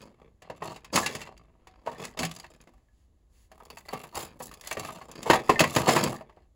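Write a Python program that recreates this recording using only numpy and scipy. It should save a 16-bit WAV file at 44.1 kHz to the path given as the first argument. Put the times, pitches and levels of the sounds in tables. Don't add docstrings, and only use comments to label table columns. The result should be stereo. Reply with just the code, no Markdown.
import sys
import numpy as np
from scipy import signal
from scipy.fft import rfft, irfft, next_fast_len
from scipy.io import wavfile
from scipy.ndimage import uniform_filter1d

SR = 44100
rng = np.random.default_rng(int(sys.argv[2]) if len(sys.argv) > 2 else 0)


def store_pcm(level_fs):
    pcm = np.round(np.clip(level_fs, -1, 1) * 32767).astype(np.int16)
    wavfile.write(sys.argv[1], SR, np.atleast_2d(pcm).T)


N = 288855

# (thud [Hz], body [Hz], clack [Hz], tick [Hz])
CONTACT_BANDS_HZ = [250, 900, 2500, 8000]


def gain_of(db):
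    return 10 ** (np.asarray(db) / 20)


def unit_rms(x):
    return x / np.sqrt(np.mean(x ** 2) + 1e-20)


def curve_at(points, hz, column=1):
    columns = np.transpose(points)
    return np.interp(np.log(hz + 1), np.log(columns[0] + 1), columns[column])


def add(mix, start, sound):
    part = mix[:, max(round(start * SR), 0):][:, :sound.shape[-1]]
    part += sound[..., :part.shape[1]]


def through(x, response):
    return signal.oaconvolve(np.atleast_2d(x), np.atleast_2d(response), axes=1)[:, :N]


def eq(points, size=2048):
    hz = abs(np.fft.fftfreq(size, 1 / SR))
    log_gain = np.log(gain_of(curve_at(points, hz)))
    return np.fft.ifft(np.exp(np.conj(signal.hilbert(log_gain)))).real[:size // 2]


def contact(t60, note_hz, snap, note_db, rise_s=0.00056, treble_life=0.56, side_modes=5, size=4096):
    t = np.arange(size) / SR
    decay = gain_of(-60 * t / t60)
    noise = rng.standard_normal((2, size)) * (1 - np.exp(-t / rise_s))
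    low = signal.lfilter(*signal.butter(1, 6300, fs=SR), noise)
    ring = low * decay + (noise - low) * decay ** (1 / treble_life)
    mode_hz = note_hz * np.r_[1, 2 ** rng.uniform(-1, 1, side_modes)]
    mode_db = note_db + np.r_[0, rng.standard_normal(side_modes) - 7]
    weight = gain_of(mode_db) * np.sqrt(mode_hz / SR)
    phase = 2 * np.pi * mode_hz[:, None] * t
    wall_shift = 2 * np.pi * rng.random((len(mode_hz), 1))
    ring[0] += weight @ np.cos(phase) * decay
    ring[1] += weight @ np.cos(phase + wall_shift) * decay
    ring[0, 0] += snap
    return ring


def hand_pressure(t, swell_s=0.036, sag_db=6, release_db_per_s=308):
    # (time [s], force [dB], edge hiss [dB re force])
    touches = [(0, -41, -3), (.37, -71.5, -24), (.56, -44, -3.5), (.84, -53, -15), (1.21, -31.5, 2.5),
               (1.33, -47, -9), (1.52, -59, -15), (1.83, -54, -7), (2.08, -46, -9.5), (2.15, -47.5, -10),
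               (2.31, -41.5, 7), (2.71, -53, -2.5), (2.929, -72.5, 0), (3.479, -74, -6), (3.53, -50, -7),
               (3.8, -46.5, 2), (4.27, -45, -1), (4.35, -49, -8), (4.47, -47.5, 1.5), (4.97, -36, 1),
               (5.07, -44, -0.5), (5.42, -33.5, 1), (6.121, -25.5, -1), (6.249, -53.5, -10),
               (6.44, -58, -9.5), (6.53, -86.5, -6.5)]
    # (start [s], length [s], force [dB], wall rumble [dB re force], edge hiss [dB re force])
    pushes = [(-.03, 0.06, -38.5, 8.5, 7), (0.176, 0.095, -45.5, 6, -10), (.41, 0.069, -39.5, 0, -15.5),
              (0.611, 0.12, -27.5, 4.5, 2.5), (0.915, 0.074, -10.5, 3.5, 7.5), (0.988, 0.15, -25, -4, 8.5),
              (1.663, 0.082, -48, -4, -11), (1.838, 0.15, -34.5, 4, -2.5), (1.963, .095, -24, 5, 2.5),
              (2.168, 0.074, -19, 7.5, 6), (3.886, 0.13, -28.5, -6, -7.5), (4.127, 0.1, -21, -2, 1.5),
              (4.383, 0.082, -40.5, 13, 18.5), (4.609, 0.14, -32, -38, 1.5), (4.756, 0.15, -28, 4, -1),
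              (5.125, .13, -35, 12, 0.5), (5.238, 0.061, -14, -3, -5), (5.301, 0.047, -6.5, -8, -0.5),
              (5.488, .04, -22.5, 3.5, -3), (5.578, 0.027, -13, 0.5, -13.5), (5.637, 0.11, -27.5, 0, 7),
              (5.735, 0.088, -15.5, 6.5, 4), (5.842, 0.16, -9.5, 0, -1), (5.999, .08, -15, 7, -0.5)]
    times, *columns = np.transpose(touches)
    touch_db, hiss_db = (np.interp(t, times, column) for column in columns)
    stir_db = touch_db + 4 - 0.25 * hiss_db
    power = gain_of([stir_db, touch_db, touch_db + hiss_db]) ** 2
    for start, length, force_db, rumble_db, hiss_db in pushes:
        age = t - start
        fall_db = sag_db * np.clip(age / length, 0, 1) + release_db_per_s * np.maximum(age - length, 0)
        push = np.clip(age / swell_s, 0, 1) ** 2 * gain_of(force_db - fall_db)
        power += (push * gain_of([[rumble_db], [0], [hiss_db]])) ** 2
    return 10 * np.log10(power)


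def stick_slip(force_db, t, slips_per_s=450, spots_per_s=28, spots=24, ring_t60=0.029):
    grip = np.clip((force_db + 54) / 28, .13, 1)
    slipping = rng.random(N) < grip * slips_per_s / SR
    catches = slipping * gain_of(2 * np.minimum(rng.exponential(1, N), 3.5))
    catches /= np.sqrt(abs(uniform_filter1d(catches ** 2, size=1500)) + 1e-9)
    spot = (t * spots_per_s + 3 * rng.random(N)).astype(int) % spots
    grains = np.zeros((2, N))
    for k, note_hz in enumerate(rng.permutation(np.geomspace(550, 6500, spots))):
        band_db = rng.uniform(-11.2, 3.5, len(CONTACT_BANDS_HZ))
        colour = eq(list(zip(CONTACT_BANDS_HZ, band_db)))
        grain = through(contact(ring_t60, note_hz, snap=2.1, note_db=4), colour)
        grains += through(catches * (spot == k), grain)
    grit = np.clip((force_db + 70) / 18, 0, .97)
    return grit * unit_rms(grains) + np.sqrt(1 - grit ** 2) * rng.standard_normal((2, N))


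def slides():
    # (rumble below [Hz], rubbing from [Hz], rubbing to [Hz], hiss above [Hz])
    corners_hz = [260, 700, 2400, 6000]
    size = next_fast_len(N)
    hz, t = np.fft.rfftfreq(size, 1 / SR), np.arange(N) / SR
    coarse_t = t[::32]
    rumble_db, force_db, hiss_db = (np.interp(t, coarse_t, db) for db in hand_pressure(coarse_t))
    scrape = rfft(stick_slip(force_db, t), size)
    out = np.zeros((2, N))
    for shares, db in [([1, 0, 0, 0], rumble_db), ([0, 1, 1, 0], force_db), ([0, 0, 0, 1], hiss_db)]:
        band = curve_at(list(zip(corners_hz, shares)), hz)
        out += gain_of(db) * irfft(scrape * band, size)[:, :N]
    return out


def room_tone(level_db=-61.5):
    # (frequency [Hz], gain [dB])
    colour = [(25, -14.5), (55, 1.5), (125, -18), (300, -24), (1400, -40), (3000, -48), (7000, -45.5),
              (15500, -56)]
    return gain_of(level_db) * unit_rms(through(rng.standard_normal((2, N)), eq(colour, size=8192)))


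def knocks(t60_at_1khz=0.075):
    # (time [s], strength [dB], wall thud [dB re strength], brightness [dB re strength], note [Hz])
    hits = [(0.421, -38, 7, 8, 614), (.4995, -21, 1.5, -8.5, 555), (.6224, -12, -9.5, -19.5, 1047),
            (0.7612, -29, -2, 5, 793), (0.8458, -30.5, -17.5, 6.5, 1020), (0.9587, -12, -12.5, 19, 1800),
            (0.9745, -1.5, -14.5, -5.5, 1040), (1.0622, -13.5, -23.5, 13, 2756),
            (1.151, -25, 11.5, 16, 1044), (1.2161, -22.5, -20, 5.5, 2710), (1.273, -27, -6, -5, 2760),
            (1.6716, -36.5, 5.5, 5.5, 730), (1.8633, -19.5, -11, -12, 453), (1.8727, -11.5, -7.5, -19, 940),
            (1.9165, -32.5, -3.5, 2, 1080), (2.0379, -25, -6.5, 4, 2550), (2.1738, -19, -8.5, -3, 3680),
            (2.191, -16.5, -3.5, 10.5, 5163), (2.2317, -13.5, -5.5, 6, 2662), (2.2506, -23, 6, 18, 2510),
            (2.4433, -27, -15, -6, 1930), (2.673, -37.5, 1.5, -4.5, 684), (3.5165, -34, -4.5, -4, 645),
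            (3.6034, -29, -12, -18.5, 1257), (3.7022, -25, -7.5, -2, 4530), (3.7714, -21.5, -24, -9, 4450),
            (3.8859, -19.5, -12, -9.5, 2010), (3.9331, -16, 1.5, -6, 693), (4.038, -25, -4, -2, 1313),
            (4.1715, -14, -13.5, -18, 1047), (4.404, -17.5, -9, -16, 505), (4.514, -32, -7, 3, 1214),
            (4.7122, -13, -6, 0, 2290), (4.7705, -13, 2, -11.5, 1870), (4.849, -21.5, -9.5, 2.5, 1227),
            (4.8891, -19.5, -15, -9, 1235), (5.0139, -23.5, -18.5, -14.5, 1120),
            (5.09, -26.5, -1.5, -32, 880), (5.2653, -14.5, -2.5, -24.5, 490), (5.3, 5, -1, -6, 935),
            (5.3092, -4.5, -4.5, 3, 1851), (5.332, -2.5, -18, -7, 897), (5.4945, 3, -14, -13, 1055),
            (5.498, -3.5, 0.5, -4, 432), (5.594, -4.5, -15.5, 7.5, 2590), (5.6048, 0.5, 8, 4, 1082),
            (5.6394, -4, -7.5, -2.5, 1953), (5.7631, -2, 0.5, 0.5, 284), (5.8821, -8, 9, -4, 299),
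            (5.889, 2, -13.5, -3, 714), (5.9625, -1.5, -1.5, -3, 442), (6.0359, -21.5, 9.5, 6, 1674),
            (6.2095, -28, 0, -12, 647), (6.2956, -33, -14, -16, 549), (6.3711, -36, -1.5, -23, 603)]
    out = np.zeros((2, N))
    for start, db, thud_db, bright_db, note_hz in hits:
        clack_db = 2.5 + 0.59 * bright_db
        colour = eq(list(zip(CONTACT_BANDS_HZ, [thud_db, 0, clack_db, bright_db])))
        t60 = t60_at_1khz * (note_hz / 1000) ** -.15
        add(out, start, gain_of(db) * through(contact(t60, note_hz, snap=3.2, note_db=2), colour))
    return out


def pings():
    # (time [s], pitch [Hz], level [dB], t60 [s])
    notes = [(.425, 730, -53, 0.2), (.622, 1040, -26.5, 0.043), (1.03, 1700, -22.5, 0.16),
             (1.675, 750, -56, 0.34), (2.2, 125, -39.5, 0.16), (2.231, 166.6, -30, 0.26),
             (2.886, 1700, -57.5, 0.05), (3.89, 4490, -33.5, 0.026), (4.166, 84, -42.5, 0.3),
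             (4.775, 92, -41, 0.13), (5.301, 335, -11, 0.064), (5.496, 425, -9.5, 0.058),
             (5.56, 1807, -20.5, 0.084), (5.558, 2060, -25.5, 0.049), (6.3, 620, -63, 0.49)]
    out, t = np.zeros((2, N)), np.arange(SR // 4) / SR
    for start, hz, db, t60 in notes:
        phase = 2 * np.pi * hz * t
        add(out, start, gain_of(db - 60 * t / t60) * np.array([np.sin(phase), np.cos(phase)]))
    return out


def clicks(t60=0.037):
    # (time [s], strength [dB], note [Hz])
    snaps = [(1.166, -17, 4740), (1.377, -26.5, 4754), (2.0516, -6, 4360), (2.3133, -9.5, 3460),
             (2.3633, -13, 4780), (2.399, -13, 4750), (2.6132, -27.5, 6500), (3.6524, -28.5, 4540),
             (3.7842, -23.5, 4510), (4.1547, -9, 4870), (4.44, -25, 7730), (4.5396, -16.5, 3400),
             (4.6113, -16, 5640), (4.6729, -5.5, 5770), (4.727, -5.5, 6180), (4.796, -6, 5990),
             (5.1149, -16, 6110), (5.23, -7.5, 5380), (5.751, -1, 6460), (6.0385, 4, 7500),
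             (6.1627, -20, 4680)]
    # (frequency [Hz], gain [dB])
    thin_edge = [(250, -30), (900, -15.5), (2500, -10), (8000, -2), (15000, -3.5)]
    out, colour = np.zeros((2, N)), eq(thin_edge)
    for start, db, note_hz in snaps:
        add(out, start, gain_of(db) * through(contact(t60, note_hz, snap=1.7, note_db=0.5), colour))
    return out


def finger_brushes(skew=1.22):
    # (start [s], length [s], level [dB])
    glides = [(2.88, 0.21, -61), (3.284, .21, -52)]
    # (frequency [Hz], gain [dB])
    skin = [(200, -29), (1500, -7), (4500, 1), (9000, 2), (15000, -2)]
    out, colour = np.zeros((2, N)), eq(skin)
    for start, length, db in glides:
        swell = np.sin(np.pi * np.linspace(0, 1, round(length * SR)) ** skew)
        add(out, start, gain_of(db) * through(swell * rng.standard_normal((2, len(swell))), colour))
    return out


def shed(x, size=8192):
    # (frequency [Hz], gain [dB])
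    plastic = [(40, -38.5), (100, -6), (170, -9.5), (450, -3.5), (1100, -2), (1400, -7), (2100, -9),
               (3000, -14.5), (3800, -17), (7500, -16), (10000, -21.5), (13000, -29.5), (15500, -27)]
    # (frequency [Hz], width [Hz], level [dB re contact colour])
    wall_modes = [(159, 19, 6), (209.8, 84, 0), (342, 22, -1.5), (450, 34, -10.5), (643, 75, -10.5),
                  (760.4, 56, -7), (957, 81, -14.5), (1116, 150, -13.5), (1723, 21, -4.5),
                  (2630, 200, -0.5), (4490, 77, -1.5), (4780, 350, -2.5), (5320, 92, -2.5)]
    t = np.arange(size) / SR
    walls = np.zeros(size)
    for hz, width, db in wall_modes:
        decay = np.exp(-np.pi * width * t)
        walls += gain_of(db) * 2 * np.pi * width / SR * decay * np.cos(2 * np.pi * hz * t)
    walls[0] += 1
    return through(x, np.convolve(walls, eq(plastic)))


def room(x, wet_db=-14, build_s=0.01, soft_hz=5000):
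    # (frequency [Hz], t60 [s])
    decay_times = [(150, 0.37), (1000, 0.17), (8000, 0.14), (15000, 0.062)]
    hz, t, noise = signal.stft(rng.standard_normal((2, SR // 2)), SR, nperseg=256)
    decay = gain_of(-60 * t / curve_at(decay_times, hz)[:, None])
    tail = signal.istft(noise * decay, SR, nperseg=256)[1]
    tail *= np.minimum(np.arange(tail.shape[1]) / SR / build_s, 1) ** 2
    tail /= np.linalg.norm(tail[0])
    tail = signal.lfilter(*signal.butter(1, soft_hz, fs=SR), tail)
    return x + gain_of(wet_db) * through(x, tail)


def stereo_width(x):
    # (frequency [Hz], likeness [0-1], left lead [rad], left over right [dB])
    image = [(162, 0.96, 0.5, -0.5), (350, 1, 0.95, -1.5), (600, 0.8, 0.4, 3.5), (1000, 0, 0.78, -4),
             (1400, 0.7, -3, 2.5), (2268, 0.1, 1, 3), (2450, .6, 2.35, -1), (3000, 0.8, -0.32, 0),
             (4800, 0.8, 1.65, 2.5), (5700, 0.7, 2.5, -1.5), (6900, 1, 0.64, -5), (7970, 1, 2, -1.5),
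             (13800, .93, 10, -0.5), (15500, .92, 13.5, -3.5)]
    size = next_fast_len(N + SR // 10)
    hz = np.fft.rfftfreq(size, 1 / SR)
    shared, diffuse = rfft(x, size)
    likeness = np.clip(curve_at(image, hz, column=1), 0, 1)
    lead = curve_at(image, hz, column=2)
    lean = gain_of(curve_at(image, hz, column=3) / 2)
    right = (likeness * shared + np.sqrt(1 - likeness ** 2) * diffuse) * np.exp(-1j * lead)
    return irfft(np.array([shared * lean, right / lean]), size)[:, :N]


def placed(x, top_hz=10200):
    # (time [s], left over right [dB], top octave [dB])
    path = [(0, 2, 2.5), (0.749, -1, 0.5), (1.2, 0, 0), (2.298, 0, 1.5), (3.699, 2, 13), (4.4, 0.5, 11.5),
            (5.3, 0, 2.5), (6.201, 1, 6.5)]
    times, *columns = np.transpose(path)
    lean_db, top_db = (np.interp(np.arange(N) / SR, times, column) for column in columns)
    top = signal.filtfilt(*signal.butter(2, top_hz, "highpass", fs=SR), x)
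    return (x + (gain_of(top_db) - 1) * top) * gain_of([lean_db / 2, -lean_db / 2])


def scene(slide_db=-1):
    contacts = knocks() + clicks() + gain_of(slide_db) * slides() + finger_brushes()
    toys = room(shed(contacts) + pings())
    return placed(stereo_width(toys)) + stereo_width(room_tone())


def record(dry, cutoff_hz=15900):
    rounded = dry / (1 + dry ** 4) ** .25
    lowpass = signal.firwin(511, cutoff_hz, window=("kaiser", 9), fs=SR)
    return signal.oaconvolve(rounded, lowpass[None], "same")


dry = scene()
out = record(dry)
store_pcm(out)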